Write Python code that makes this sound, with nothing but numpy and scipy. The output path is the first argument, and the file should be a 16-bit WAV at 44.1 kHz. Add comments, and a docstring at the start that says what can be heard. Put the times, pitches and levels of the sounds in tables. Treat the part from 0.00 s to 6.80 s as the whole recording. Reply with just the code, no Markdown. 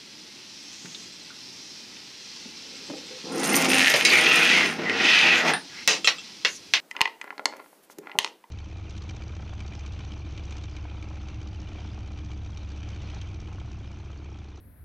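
"""Rope hauled through a block

A braided rope runs hand over hand through a block in a sailing boat's cockpit, hissing over the sheave.
The plastic stopper disc and steel shackle on its end drag and chatter across the hollow seat, lift off
and knock against the block four times. The walls give a short, dense echo; wind and water murmur."""
import sys
import numpy as np
from scipy import signal
from scipy.fft import rfft, irfft, next_fast_len
from scipy.io import wavfile
from scipy.ndimage import uniform_filter1d, minimum_filter1d

SR = 44100
rng = np.random.default_rng(int(sys.argv[2]) if len(sys.argv) > 2 else 0)


def file_out(sig):
    """Save sig as 16-bit WAV at sys.argv[1]."""
    # one column per channel
    cols = np.atleast_2d(sig).T
    # limit, then scale
    lim = np.clip(cols, -1, 1)
    pcm = np.round(lim * 32767).astype(np.int16)
    wavfile.write(sys.argv[1], SR, pcm)


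N = 299962
T = np.arange(N) / SR
HZ = np.fft.rfftfreq(16384, 1 / SR)

# Hard knocks of the fittings. Each row: start in seconds, level, bass and treble in dB, pitch factor,
# rattle level and rattle treble in dB, rattle length in seconds, crack peak in dB.
KNOCKS = [(3.433, -14.5, 16, 8, 1.1, -12, 12, 0.0098, -30),
          (3.9395, -0.5, 20.5, 17, 0.92, -4.5, -2, 0.0047, -15),
          (4.0506, 2.5, -38, 10, 1.02, -0.5, -8, 0.0064, -12),
          (5.5355, -9, 3.5, -15, 0.96, 0, -34, 0.004, -40), (5.8757, 1, 15, 19, 1.05, 1.5, 18, 0.063, -2),
          (6.0448, -17, -3, 22, 1.3, 7.5, 9, 0.035, -28), (6.0737, 0.5, -5, 7, 0.98, -1, 9, 0.0059, -14),
          (6.4486, -1, -7, 2.5, 0.98, -4, 3, 0.0042, -21.5),
          (6.7364, 1.5, -10, 3.5, 1, -8, 3, 0.017, -15.5)]


def rope():
    """Fibres brush the sheave and whirr with each pull; on a snatch the weave runs fast enough to sing."""
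    haul = [(0, -48), (.25, -48), (.56, -47), (2.15, -45.5), (2.8, -43), (3.2, -43), (4.6, -40.5),
            (4.78, -48), (5.1, -32.5), (5.62, -47), (5.8, -43.5), (6.02, -47), (6.18, -44), (6.43, -47.5),
            (6.7, -51)]  # Each row: time in seconds, hiss level in dB.
    braid_spectrum = [(410, -72), (700, -22), (852, -8.5), (1120, -13), (1400, -11.5), (1560, -11),
                      (2490, -4), (3790, -2.5), (4100, -3), (5260, 0.5), (9990, -29.5), (15000, -50)]  # Each row: frequency in Hz, level in dB.
    sheave_modes = [(4140, 61, -26), (4150, 88, -20), (5970, 110, -21)]  # Each row: frequency and width in Hz, dB against the hiss.
    # Each row: start, end, rise and fall in seconds, whirr pitch in Hz, level in dB.
    pulls = [(.42, 1.2, 0.14, 0.19, 5770, -50), (1.29, 2.0, 0.1, 0.24, 5200, -49.5),
             (2.12, 2.55, .14, 0.14, 5500, -50), (5.678, 5.862, 0.12, 0.067, 1950, -42)]
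    # One table a snatch. Each row: time in seconds, pitch in Hz, level in dB.
    snatches = [
        [(5.32, 7500, -58), (5.385, 6540, -36.5), (5.42, 6400, -44)],
        [(6.48, 6200, -42), (6.54, 6500, -46), (6.567, 6000, -40.5), (6.595, 5200, -61)],
    ]
    hiss = through(grains(per_s=14000, spread_db=3.5), body(read(braid_spectrum)))
    hiss = hiss + sum(amp(db) * resonate(hiss, hz, width) for hz, width, db in sheave_modes)
    out = hiss * amp(np.interp(T, *np.transpose(haul)) + 0.58 * wander(per_s=30))
    drift = 1 + 0.058 * wander(per_s=8.2)
    for *span, hz, db in pulls:
        out += amp(db) * stroke(*span) * whistle(hz * drift, width_hz=1500)
    for snatch in snatches:
        times, hz, db = np.transpose(snatch)
        pitch_hz = np.interp(T, times, hz)
        gain = amp(np.interp(T, times, db)) * (T >= times[0]) * (T <= times[-1])
        tone = whistle(pitch_hz, width_hz=1400)
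        overtone = amp(-15.5) * whistle(1.7 * pitch_hz, width_hz=1400)
        out += gain * (tone + overtone)
    return out


def sheave():
    """The spinning sheave rubs its cheek once a turn with a thin, rough chirp."""
    spins = [(0.618, 1.29, -54), (2.754, 3.1, -51.5)]  # Each row: start and end in seconds, peak in dB.
    chirp_hz, turn_s = 7660, 0.1
    t = T[:SR // 30]
    jitter = 0.13 * np.cumsum(rng.standard_normal(len(t)))
    chirp = np.hanning(len(t)) * np.sin(2 * np.pi * chirp_hz * t + jitter)
    return struck([(s, db) for start, end, db in spins for s in np.arange(start, end, turn_s)], chirp)


def knocks():
    """A sharp blow, then a brief rattle while the parts settle; each contact has its own colour."""
    block_spectrum = [(40, -70), (90, -49), (160, -22.5), (300, -15.5), (800, -8.5), (1300, -7), (2100, 1),
                      (2900, 0.5), (4000, -3), (6000, -9), (7500, -25.5), (11000, -46), (16000, -46)]  # Each row: frequency in Hz, level in dB.
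    block_modes = [(1950, 400, 1.5), (2770, 400, 2.5)]  # Each row: frequency and width in Hz, lift in dB.
    dulling = [(8000, 0), (11000, -4), (15000, -10)]  # Softer later contacts. Each row: frequency in Hz, gain in dB.
    out, t = np.zeros(N), T[:len(HZ)]
    bass = 1 / (1 + (HZ / 900) ** 2)
    treble = 1 / (1 + (5500 / (HZ + 1)) ** 3)
    # Bending waves carry treble faster than bass, which smears the blow.
    delay_s = 0.002456 / np.sqrt(1 + HZ / 500)
    blow = irfft(np.exp(-2j * np.pi * np.cumsum(delay_s) * HZ[1]))[:len(t)]
    for start, db, bass_db, treble_db, pitch, rattle_db, rattle_treble_db, rattle_s, _ in KNOCKS:
        colour_db = read(block_spectrum, HZ / pitch) + lifts(block_modes) + bass_db * bass
        hard = body(colour_db + treble_db * treble)
        soft = body(colour_db + rattle_treble_db * treble + read(dulling))
        rattle = unit_energy(rng.standard_normal(len(t)) * np.exp(-(t / rattle_s) ** 2))
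        knock = signal.fftconvolve(blow, hard) + amp(rattle_db) * signal.fftconvolve(rattle, soft)
        add(out, start, amp(db) * knock / abs(hard).max())
    return out


def cracks():
    """The thin snap of first contact that opens each knock."""
    spectrum = [(2000, -26), (4000, 14), (5500, 3), (7000, 11), (9000, 6), (13000, -4), (16000, 0)]  # Each row: frequency in Hz, level in dB.
    delay_s, length_s = 0.0004, 0.0016
    t = T[:round(length_s * SR)]
    burst = rng.choice([-1., 1.], len(t)) * np.sin(np.pi * t / length_s)
    crack = signal.fftconvolve(burst, body(read(spectrum)))
    return struck([(start + delay_s, db) for start, *_, db in KNOCKS], crack)


def cheek_clacks():
    """The stopper strikes the block's steel cheek, which rings."""
    clacks = [(6.0452, -11), (6.1838, -27)]  # Each row: start in seconds, peak in dB.
    modes = [(487, -2.5, 0.032), (1280, -2, 0.061), (2420, -7, 0.092), (2690, -4, 0.11), (2700, 4, 0.14),
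             (3230, 5, 0.1), (3330, -3, 0.076), (3410, 5, 0.09), (3920, -6, .05), (4960, -2, .05),
             (7450, 2, 0.05), (7860, -12, 0.044)]  # Each row: frequency in Hz, level in dB, t60 in seconds.
    return struck(clacks, ringing(modes))


def scrape_controls():
    """The disc's speed sets the gains of boom, clatter, rasp and grit, and the rim's pitch in Hz."""
    # Each row: start, end, rise and fall in seconds, then at full speed: boom, clatter, rasp and grit
    # in dB, rim pitch in Hz.
    scrapes = [(3.233, 3.891, 0.34, 0.15, -26.5, -28.5, -28, -34, 2130),
               (3.625, 4.046, 0.2, 0.021, -41.5, -34.5, -25, -32.5, 2270),
               (3.98, 4.824, 0.14, 0.24, -30, -31, -20, -31.5, 2430),
               (4.77, 5.091, 0.023, 0.018, -30.5, -34.5, -36.5, -64, 2020),
               (4.873, 5.304, 0.21, 0.069, -35, -33, -17, -33.5, 2750),
               (5.192, 5.506, 0.073, 0.15, -31.5, -29, -19, -35.5, 2170),
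               (5.385, 5.556, 0.094, 0.055, -29.5, -23.5, -24, -32.5, 2130)]
    speed_powers = 0.67, 0.96, 1.74, 1.74  # boom, clatter, rasp, grit
    slow_pitch_share = 0.66
    rows = np.array(scrapes)
    speed = np.array([stroke(*row[:4]) for row in rows])
    gains = [amp(db[:, None]) * speed ** power for db, power in zip(rows[:, 4:8].T, speed_powers)]
    pitches_hz = rows[:, 8:] * (slow_pitch_share + (1 - slow_pitch_share) * speed)
    rasp_power = gains[2] ** 2
    pitch_hz = np.average(pitches_hz, axis=0, weights=rasp_power + 1e-12)
    return np.linalg.norm(gains, axis=1), pitch_hz


def drag():
    """The disc bumps over non-slip grain: the same impacts drum the seat, rasp the rim and crackle."""
    # Bare rope on the seat. Each row: start, end, rise and fall in seconds, level in dB.
    slides = [(2.636, 2.922, 0.015, 0.045, -54.5), (2.883, 3.077, 0.01, 0.13, -45.5),
              (3.077, 3.234, 0.023, 0.13, -48)]
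    clatter_spectrum = [(60, -57), (250, -22.5), (430, 14), (540, 10.5), (800, 9), (1100, 2.5), (1400, 2.5),
                        (2200, -40.5)]  # Each row: frequency in Hz, level in dB.
    grit_spectrum = [(2500, -19.5), (4300, 4.5), (5200, 13.5), (6300, 8), (7500, -4.5), (9500, -7.5),
                     (11000, -13), (14000, -18), (16000, -81)]  # Each row: frequency in Hz, level in dB.
    (boom_gain, clatter_gain, rasp_gain, grit_gain), pitch_hz = scrape_controls()
    slide_gain = sum(amp(db) * stroke(*span) for *span, db in slides)
    bumps = grains(per_s=7000, spread_db=1)
    bumps = unit_rms(bumps * amp(0.9 * wander(per_s=120)))  # uneven pressure
    boom = (boom_gain + slide_gain) * seat_boom(bumps)
    clatter = clatter_gain * through(bumps, body(read(clatter_spectrum)))
    rasp = rasp_gain * rim_rasp(bumps, pitch_hz)
    grit = grit_gain * through(bumps, body(read(grit_spectrum)))
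    return boom + clatter + rasp + grit


def seat_boom(bumps):
    """The hollow seat's modes trade strength as the disc travels inward from the free edge."""
    spectrum = [(40, -66), (70, -35), (100, -4), (130, -9.5), (170, -2), (260, 1.5), (350, -4), (480, 9.5),
                (900, -12.5), (2000, -72)]  # Each row: frequency in Hz, level in dB.
    modes = [(107, 14, -5, 6), (167, 14, 4, 2), (202, 24, 2, 2), (245, 45, -3, 4), (281, 22, 11, 4),
             (337, 22, 11, 10), (405, 40, -5, 0), (508, 30, 8, -3), (615, 22, -2, 4), (810, 90, 10, 8),
             (955, 45, 9, 5)]  # Each row: frequency and width in Hz, edge and mid-seat weights in dB.
    edge_nearness = [(3.8, 0.96), (4.0, 0.08)]  # Each row: time in seconds, nearness from 0 to 1.
    near = np.interp(T, *np.transpose(edge_nearness))
    panel = sum(amp(near * edge_db + (1.5 - near) * mid_db) * resonate(bumps, hz, width)
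                for hz, width, edge_db, mid_db in modes)
    wash = through(bumps, body(read(spectrum)))
    return amp(-3) * unit_rms(tinted(panel, spectrum)) + amp(-4) * wash


def rim_rasp(bumps, pitch_hz):
    """The rim's hollow ring drifts as the disc turns onto another contact point."""
    spectrum = [(100, -71), (600, -25), (1150, -8), (1450, -3.5), (2000, -1.5), (2700, -1), (3500, -2.5),
                (4500, -6.5), (6000, -8), (8000, -59)]  # Each row: frequency in Hz, level in dB.
    modes = [(1410, 70, 4), (1870, 90, 3), (2450, 150, 2), (2780, 260, 2.5)]  # Each row: frequency and width in Hz, lift in dB.
    rim_rings = [(0.562, 60, -46), (.86, 169, 4.5), (1, 220, 10.5), (1.14, 190, -2)]  # Each row: multiple of the pitch, width in Hz, level in dB.
    disc = through(bumps, body(read(spectrum) + lifts(modes)))
    rings = sum(amp(db) * resonate(disc, pitch_hz * (ratio + 0.081 * wander(per_s=10)), width)
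                for ratio, width, db in rim_rings)
    return unit_rms(resonate(disc, pitch_hz, width_hz=2200) + amp(-4) * unit_rms(rings))


def disc_skips():
    """Stick and slip: the rim snaps free with clicks that ring the disc briefly."""
    skips = [(3.5435, -7), (3.6246, -13), (3.6461, -12), (3.6558, -10), (3.7021, -7), (3.7164, -8),
             (3.7332, -3), (3.7449, -6), (3.757, -10), (3.7685, -10), (3.7748, -7), (3.7843, -5),
             (3.7949, -3), (3.8071, -4), (3.8173, -7), (3.8288, -6), (3.8458, -3), (3.8602, -4),
             (3.8722, -4), (3.8817, -3), (3.9043, -8), (3.9642, -9), (4.0107, -5), (4.1059, -8),
             (4.4542, -8), (4.5, -6), (4.5327, -8), (4.6598, -12), (4.8971, -10), (5.1489, -6),
             (5.1912, -5), (5.3578, -7)]  # Each row: start in seconds, peak in dB.
    spectrum = [(200, -27), (1100, -16), (1800, 16.5), (3000, 14), (4500, 5.5), (6500, -8.5), (9000, -11),
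                (16000, -57)]  # Each row: frequency in Hz, level in dB.
    modes = [(1720, 72, 0.5), (2800, 490, 2)]  # Each row: frequency and width in Hz, lift in dB.
    return struck(skips, body(read(spectrum) + lifts(modes)))


def disc_sings():
    """Rubbing wakes one mode of the disc, then another, as it tilts."""
    sings = [(3.795, 3.98, 1780, -28), (3.67, 3.816, 2580, -26), (4.1, 4.198, 2260, -15),
             (4.25, 4.413, 2790, -24.5), (4.276, 4.477, 1420, -31.5), (4.83, 4.95, 1980, -28.5),
             (5.247, 5.354, 2530, -21)]  # Each row: start and end in seconds, pitch in Hz, level in dB.
    fade_s = 0.057
    return sum(amp(db) * stroke(start, end, fade_s, fade_s) * whistle(hz, width_hz=260)
               for start, end, hz, db in sings)


def shackle():
    """Steel pin and bow tick together; which mode rings most changes as the shackle tumbles."""
    modes = [(6240, -7, .12), (8830, -10, .05), (9140, 1, .13), (9260, -4, .09), (9490, -11, .05),
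             (12450, -5, .18), (14120, -12, .1)]  # Each row: frequency in Hz, level in dB, t60 in seconds.
    tick_spectrum = [(3000, -7), (6500, 10.5), (9200, -1.5), (11000, 1), (14000, -21), (16000, -19)]  # Each row: frequency in Hz, level in dB.
    # Each row: start, end, rise and fall in seconds, relative level in dB, outer-mode offset in dB.
    jingles = [(3.29, 3.452, 0.031, .03, -39.5, -8), (3.427, 3.543, 0.023, 0.04, -30.5, -3),
               (3.515, 3.66, 0.031, 0.093, -24.5, 9), (3.596, 3.95, 0.071, 0.11, -28, -1),
               (3.89, 4.257, 0.059, 0.047, -31, 1), (4.21, 4.504, .05, 0.047, -36, 3),
               (4.444, 4.758, .05, 0.06, -39.5, -2)]
    # Single blows. Each row: start in seconds, peak in dB, share of t60, outer-mode offset in dB.
    chinks = [(3.325, -34, 0.23, -14), (3.358, -29, 0.2, -2), (3.433, -22, 0.7, -5),
              (3.474, -20.5, 0.61, -4), (3.531, -19.5, 0.44, 7), (3.696, -19, 1, -7),
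              (3.744, -20, 0.7, -16), (4.051, -18, 0.21, -13), (4.16, -36, .5, -12), (4.392, -25, 0.44, -6),
              (5.537, -19.5, 0.59, -34)]
    main_hz, flicker_db, lying_t60_share = 9200, 7, 0.16  # lying on the seat damps the ring
    outer = [abs(hz - main_hz) > 500 for hz, _, _ in modes]
    main_gain = sum(amp(db) * stroke(*span) for *span, db, _ in jingles)
    outer_gain = sum(amp(db + outer_db) * stroke(*span) for *span, db, outer_db in jingles)
    ticks = grains(per_s=380, spread_db=2.6) * amp(4 * wander(per_s=60))
    out = amp(-7) * through(ticks * main_gain, body(read(tick_spectrum)))
    for (hz, db, t60), is_outer in zip(modes, outer):
        ring = unit_energy(ringing([(hz, db, t60 * lying_t60_share)]))
        contact = amp(db + flicker_db * np.tanh(wander(per_s=32)))
        out += amp(-19) * through(ticks * contact * (outer_gain if is_outer else main_gain), ring)
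    for start, peak_db, share, outer_db in chinks:
        chink_modes = [(hz, db + outer_db * is_outer, t60 * share)
                       for (hz, db, t60), is_outer in zip(modes, outer)]
        add(out, start, amp(peak_db) * ringing(chink_modes))
    return out


def taps():
    """Slack rope slaps the seat and gear shifts: soft, smeared contacts."""
    contacts = [(0.846, -34, 220, 0.39), (.856, -31, 2500, 1.1), (0.947, -27.5, 3730, 0.27),
                (1.3033, -38, 1410, 0.085), (1.966, -35, 2940, 0.46), (2.457, -36.5, 255, 0.36),
                (2.9001, -26.5, 287, 0.42), (2.936, -32.5, 378, 0.77), (3.24, -31.5, 268, 0.48),
                (4.062, -14.5, 4800, 0.035), (4.08, -18, 2640, .04), (4.1, -13.5, 4200, 0.16),
                (4.8969, -14, 2030, 0.24)]  # Each row: start in seconds, peak in dB, centre in Hz, spread in octaves.
    out, t = np.zeros(N), T[:len(HZ)]
    treble_loss_db = HZ / 700  # soft contact
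    bass_loss_db = 20 * np.log10(1 + (85 / (HZ + 10)) ** 2)  # panels radiate little deep bass
    for start, db, hz, octaves in contacts:
        band_db = -8 * np.log1p((np.log2((HZ + 1) / hz) / octaves) ** 2)
        force = rng.standard_normal(len(t)) * np.exp(-t / 0.0083)
        tap = signal.fftconvolve(force, body(band_db - treble_loss_db - bass_loss_db))
        add(out, start, amp(db) * tap / abs(tap).max())
    return out


def cockpit():
    """Impulse response of the close fibreglass walls; each band dies at its own rate."""
    decay = [(100, 0.56), (500, 0.2), (2500, 0.15), (6000, 0.13), (14000, 0.25)]  # Each row: frequency in Hz, t60 in seconds.
    size, per_s, first_s = SR // 3, 14000, 0.0012
    reflections = rng.choice([-1., 1.], size) * (rng.random(size) < per_s / SR) * (T[:size] > first_s)
    hz, t, bands = signal.stft(reflections, SR, nperseg=128)
    _, tail = signal.istft(bands * amp(-60 * t / read(decay, hz)[:, None]), SR, nperseg=128)
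    return unit_energy(tail)


def shifting_echo(x, count=5, shift_s=0.22):
    """The gear moves, so one pattern of reflections fades into the next."""
    out = np.zeros(N)
    for k in range(count):
        away = (T / shift_s - k + count / 2) % count - count / 2
        out += through(x * np.cos(np.pi / 2 * np.clip(away, -1, 1)), cockpit())
    return out


def air():
    """Distant murmur of wind and water, gently swelling."""
    spectrum = [(20, -60), (55, -12.5), (110, -5.5), (200, 2.5), (320, 2), (520, -7), (1000, -17),
                (2500, -12), (5500, -19.5), (8000, -20), (14000, -29), (16000, -42)]  # Each row: frequency in Hz, level in dB.
    gain = amp(-53 + 0.6 * wander(per_s=6))
    return gain * through(rng.standard_normal(N), body(read(spectrum)))


def amp(db):
    """Decibels to gain."""
    return 10 ** (np.asarray(db) / 20)


def unit_rms(x):
    """Scales to rms 1."""
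    return x / np.sqrt(np.mean(x ** 2) + 1e-20)


def unit_energy(x):
    """Scales to energy 1."""
    return x / np.linalg.norm(x)


def read(points, hz=HZ):
    """Interpolates on a log-frequency axis."""
    knots_hz, values = np.transpose(points)
    return np.interp(np.log(hz + 1), np.log(knots_hz + 1), values)


def lifts(modes):
    """Resonances as bumps on a dB spectrum."""
    return sum(db / (1 + (2 * (HZ - hz) / width) ** 2) for hz, width, db in modes)


def body(db):
    """Minimum-phase impulse response with this dB spectrum, energy 1."""
    log_gain = np.log(amp(np.maximum(db, db.max() - 90)))
    mirrored = np.concatenate([log_gain, log_gain[-2:0:-1]])
    spectrum = np.exp(signal.hilbert(mirrored).conj())
    return unit_energy(np.fft.ifft(spectrum).real[:len(HZ)])


def through(x, response):
    """Plays a force into a body."""
    return signal.oaconvolve(x, response)[:N]


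def tinted(x, db_points):
    """Applies a smooth dB spectrum."""
    size = next_fast_len(N + 2048, True)
    gain = amp(read(db_points, np.fft.rfftfreq(size, 1 / SR)))
    return irfft(rfft(x, size) * gain, size)[:N]


def add(mix, start_s, sound):
    """Adds a sound in place."""
    part = mix[round(start_s * SR):][:len(sound)]
    part += sound[:len(part)]


def struck(rows, sound):
    """One sound at each (start in seconds, peak in dB)."""
    out = np.zeros(N)
    for start, db in rows:
        add(out, start, amp(db) * sound / abs(sound).max())
    return out


def stroke(start_s, end_s, rise_s, fall_s):
    """Speed of one movement, 0-1: it rises, holds and falls."""
    return np.clip(np.minimum((T - start_s) / rise_s, (end_s - T) / fall_s), 0, 1)


def wander(per_s):
    """Smooth random curve, rms 1."""
    knots = rng.standard_normal(N // 20)
    return unit_rms(np.interp(T * per_s, np.arange(len(knots)), knots))


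def grains(per_s, spread_db):
    """Random tiny impacts of uneven size, rms 1."""
    size = amp(spread_db * np.minimum(rng.exponential(1, N), 4)) * rng.choice([-1, 1], N)
    return unit_rms(size * (rng.random(N) < per_s / SR))


def resonate(x, hz, width_hz):
    """A resonance at hz (number or curve), rms 1."""
    carrier = np.exp(2j * np.pi * np.cumsum(np.full(N, hz)) / SR)
    pole = np.exp(-np.pi * width_hz / SR)
    return unit_rms((carrier * signal.lfilter([1 - pole], [1, -pole], x / carrier)).real)


def whistle(hz, width_hz):
    """Friction noise in a steep resonance at hz (number or curve), rms 1."""
    carrier = np.exp(2j * np.pi * np.cumsum(np.full(N, hz)) / SR)
    pole = np.exp(-np.pi * width_hz / SR)
    baseband = signal.lfilter([1], [1, -2 * pole, pole * pole], rng.standard_normal(N) / carrier)
    return unit_rms((carrier * baseband).real)


def ringing(modes, attack_s=0.00023):
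    """Dying sines of struck metal, peak 1."""
    t = T[:len(HZ)]
    ring = sum(amp(db - 60 * t / t60) * np.sin(2 * np.pi * hz * t) for hz, db, t60 in modes)
    ring *= np.minimum(t / attack_s, 1)
    return ring / abs(ring).max()


def scene():
    """Direct sound and cockpit echo in stereo, widest in the treble."""
    side_spectrum = [(30, -14), (70, -25), (300, -29), (700, -31), (1400, -26), (3000, -19), (5500, -14),
                     (8000, -5), (9200, 0), (14000, 1)]  # Each row: frequency in Hz, side gain in dB.
    balance = [(2400, 0), (5000, -.3), (7500, -1), (9200, -8), (10500, 2), (12400, -3), (14200, 0)]  # Each row: frequency in Hz, left minus right in dB.
    gear = rope() + sheave() + drag() + disc_sings() + shackle() + taps() + cheek_clacks()
    hits, clicks = knocks(), disc_skips()
    direct = gear + hits + cracks() + clicks + air()
    echo_send = amp(-6) * gear + amp(5) * hits + amp(-7.5) * clicks
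    mid = direct + shifting_echo(echo_send)
    side = tinted(through(amp(2.5) * echo_send + air(), cockpit()), side_spectrum)
    side += amp(-16.5) * air()
    left = tinted(mid + side, np.array(balance) * [1, 0.5])
    right = tinted(mid - side, np.array(balance) * [1, -0.5])
    return np.array([left, right])


def record(dry):
    """Fast peak limiter, then a low-pass."""
    ceiling, window_samples, cutoff_hz = 0.97, 91, 15800
    gain = np.minimum(1, ceiling / (abs(dry).max(axis=0) + 1e-9))
    gain = uniform_filter1d(minimum_filter1d(gain, window_samples), window_samples)
    lowpass = signal.firwin(255, cutoff_hz, window=("kaiser", 9), fs=SR)
    return signal.oaconvolve(dry * gain, lowpass[None], "same")


dry = scene()
out = record(dry)
file_out(out)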